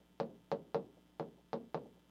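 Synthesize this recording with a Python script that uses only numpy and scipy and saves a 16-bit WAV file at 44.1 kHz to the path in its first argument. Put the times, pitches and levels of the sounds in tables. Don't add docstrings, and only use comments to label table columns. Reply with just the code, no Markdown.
import sys
import numpy as np
from scipy import signal
from scipy.fft import rfft, irfft, next_fast_len
from scipy.io import wavfile
from scipy.ndimage import uniform_filter1d

SR = 44100
rng = np.random.default_rng(int(sys.argv[2]) if len(sys.argv) > 2 else 0)


def invert_db(level):
    return 10 ** (np.asarray(level, dtype=float) / 20)


def pcm_store(signal):
    levels = np.round(np.clip(np.atleast_2d(signal), -1, 1) * 32767)
    wavfile.write(sys.argv[1], SR, levels.astype(np.int16).T)


N = 92610


def along(points, hz):
    point_hz, value = np.transpose(points)
    return np.interp(np.log(hz + 1), np.log(point_hz + 1), value)


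def filtered(x, response):
    size = next_fast_len(len(x) + 8192)
    return irfft(rfft(x, size) * response(np.fft.rfftfreq(size, 1 / SR)), size)[:len(x)]


def add(track, start_s, sound):
    track[round(start_s * SR):][:len(sound)] += sound


def ring(t, hz, db, t60, phase=0):
    return (t > 0) * invert_db(db - 60 * np.abs(t) / t60) * np.sin(2 * np.pi * hz * t + phase)


def contact_knock(t):
    tick_leads_s = 0.00012
    return -ring(t - tick_leads_s, hz=720, db=7.5, t60=0.0065)


def contact_tick(t, bright_db):
    # pitch_hz, level_db, t60_s
    tick_modes = [(4100, -5.5, 0.0023), (1390, -23.5, 0.0041), (8100, -23.5, 0.00051)]
    return invert_db(bright_db) * sum(ring(t, hz, db, t60) for hz, db, t60 in tick_modes)


def glass_panel(t, place):
    # pitch_hz, level_db at place 0, level_db at place 1, t60_s
    panel_modes = [(156.2, -7, -7, 0.15), (189, -10.5, -19, 0.17), (230.5, -17.5, -7.5, 0.36),
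                   (330.4, -16.5, -7, 0.12), (412.3, -19, -8, 0.36), (459.3, 2, -8, 0.17),
                   (526.4, -15, -15.5, 0.28), (557, 4, -6.5, 0.12), (581, -7.5, -15, 0.09),
                   (709.4, -10.5, -5, .09), (877, -9, -5.5, 0.068), (935, -7, -17.5, .08),
                   (1117, -14.5, -19, 0.059), (1382, -19, -19, 0.084)]
    delay_s, rise_s, level_db, scatter_db = 0.002095, 0.002, -3.5, 2
    late = t - delay_s
    glass = np.zeros(len(t))
    for k, (hz, db_0, db_1, t60) in enumerate(panel_modes):
        db = db_0 + place * (db_1 - db_0) + rng.normal(0, scatter_db)
        glass += (-1) ** k * ring(late, hz, db, t60)
    swell = 1 - np.exp(-np.abs(late) / rise_s)
    return invert_db(level_db) * swell * glass


def room_tail(bright_db):
    # pitch_hz, t60_s
    room_decay = [(150, 0.58), (400, 0.32), (1000, 0.14), (2500, 0.14), (5000, 0.11), (10000, 0.048)]
    # pitch_hz, rise_s
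    room_rise = [(300, 0.012), (800, 0.021), (1600, 0.0025), (8000, 0.00067)]
    # pitch_hz, level_db
    room_colour = [(90, -13), (170, -6), (450, -5), (1000, -10.5), (2000, -30.5), (4000, -29),
                   (6000, -37.5), (9000, -45)]
    bright_above_hz = 3100
    hz, t, grains = signal.stft(rng.standard_normal(SR // 2), SR, nperseg=128)
    decay = invert_db(-60 * t / along(room_decay, hz)[:, None])
    swell = 1 - np.exp(-t / along(room_rise, hz)[:, None])
    noise = signal.istft(grains * decay * swell, SR, nperseg=128)[1]
    tail = filtered(noise, lambda f: invert_db(along(room_colour, f)))
    return filtered(tail, lambda f: invert_db(bright_db * f ** 2 / (f ** 2 + bright_above_hz ** 2)))


def taps():
    # start_s, peak level_db, place on the glass (0-1), brightness_db
    tap_events = [
        (0.2005, -27, 0.43, -0.2),
        (0.5164, -26.5, 0.32, 0.1),
        (0.7457, -26, 0.14, -2.2),
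        (1.1975, -30, 0.75, -5.5),
        (1.5313, -28.5, 0.55, -0.9),
        (1.7452, -27, 0.61, -5.5),
    ]
    # delay_s, level_db at place 0, level_db at place 1
    wall_echoes = [(.0024, -17.5, -15), (.0066, -8.5, -7), (.0078, -19, -25), (0.011, -12.5, -19),
                   (0.021, -13.5, -19.5), (.031, -21, -11.5)]
    wall_dulls_db_per_s = -350
    room_db, room_delay_s = 9.5, 0.0015
    out = np.zeros(N + SR)
    t = np.arange(SR // 2) / SR
    for start_s, db, place, bright_db in tap_events:
        knock = contact_knock(t)
        tick = contact_tick(t, bright_db)
        add(out, start_s, invert_db(db) * (knock + tick + glass_panel(t, place)))
        for delay_s, db_0, db_1 in wall_echoes:
            echo = knock + invert_db(wall_dulls_db_per_s * delay_s) * tick
            echo_db = db + db_0 + place * (db_1 - db_0)
            add(out, start_s + delay_s, invert_db(echo_db) * echo)
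        add(out, start_s + room_delay_s, invert_db(db + room_db) * room_tail(bright_db))
    return out[:N]


def lifts():
    # start_s, level_db, rise_s
    lift_events = [
        (.001, -63.5, 0.0024),
        (.296, -54.5, .012),
        (.967, -59, 0.0025),
        (1.081, -84, 0.0082),
        (1.38, -56.5, 0.012),
        (1.854, -53, .006),
        (1.962, -56, 0.019),
    ]
    # pitch_hz, level_db
    lift_colour = [(150, -55), (300, 7), (560, 7), (800, -1), (1200, -31), (3000, -30.5)]
    t60_s = 0.08
    out = np.zeros(N + SR)
    t = np.arange(SR // 4) / SR
    for start_s, db, rise_s in lift_events:
        thump = filtered(rng.standard_normal(len(t)), lambda f: invert_db(along(lift_colour, f)))
        envelope = invert_db(db - 60 * t / t60_s) * (1 - np.exp(-t / rise_s))
        add(out, start_s, envelope * 2 * thump / thump.std())
    return out[:N]


def mains():
    # delay_s, level_db, pitch_hz, t60_s, phase_rad
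    spike_rings = [(0.0029, -59.5, 500, 0.0041, 2.1), (0, -65.5, 3210, 0.0043, 0.3),
                   (0.00063, -71, 5400, 0.0013, 0.072), (0.0044, -72, 1400, 0.0013, 0.18),
                   (0, -61, 14000, 0.00026, 1.1)]
    # multiple of the mains frequency, level_db
    hum_partials = [(1, -78), (3, -73.5), (5, -78), (7, -92.5), (11, -93.5), (13, -95.5), (15, -92.5)]
    mains_hz, first_spike_s = 60, 0.00204
    scatter_db, jitter_s = 1.5, 0.000012
    t = np.arange(N) / SR - first_spike_s
    half = np.floor(t * 2 * mains_hz)
    chance = rng.standard_normal((N // 256, 2))[half.astype(int) + 1]
    since_spike = t - half / (2 * mains_hz) - jitter_s * np.abs(chance[:, 0])
    buzz = np.zeros(N)
    for delay_s, db, hz, t60, phase in spike_rings:
        buzz += ring(since_spike - delay_s, hz, db, t60, phase)
    sign = 2 * (half % 2) - 1
    buzz *= sign * invert_db(scatter_db * chance[:, 1])
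    hum = np.zeros(N)
    for multiple, db in hum_partials:
        phase = rng.uniform(0, 6.84)
        hum += np.sqrt(2) * invert_db(db) * np.sin(2 * np.pi * round(multiple) * mains_hz * t + phase)
    return buzz + hum


def air():
    # pitch_hz, level_db per Hz
    air_colour = [(25, -17.5), (85, -18.5), (110, -11), (190, -4), (480, -13.5), (1050, -24), (2500, -29),
                  (15500, -40.5)]
    level_db, patch_db = -71, 0.4
    grains = signal.stft(rng.standard_normal(N), nperseg=512)[2]
    patches = uniform_filter1d(rng.standard_normal(grains.shape), 6, 0)
    patches = uniform_filter1d(patches, 10, 1)
    noise = signal.istft(grains * invert_db(patch_db * patches / patches.std()), nperseg=512)[1][:N]
    noise = filtered(noise, lambda f: invert_db(along(air_colour, f)))
    return invert_db(level_db) * noise / noise.std()


def scene():
    tip_cut_hz, low_cut_hz, air_trim_db = 7200, 120, -0.7

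    def low_pass(u):
        return 1 / ((1 + 1j * u - u ** 2) * (1 + 2j * u - u ** 2))

    def tip_and_microphone(f):
        return low_pass(f / tip_cut_hz) * low_pass(-low_cut_hz / (f + 1))

    stylus = filtered(taps() + lifts(), tip_and_microphone)
    return (stylus + mains() + invert_db(air_trim_db) * air())[None]


def top_cut(x):
    return signal.sosfilt(signal.butter(12, 15640, fs=SR, output="sos"), x)


def record(dry):
    return top_cut(dry)


dry = scene()
out = record(dry)
pcm_store(out)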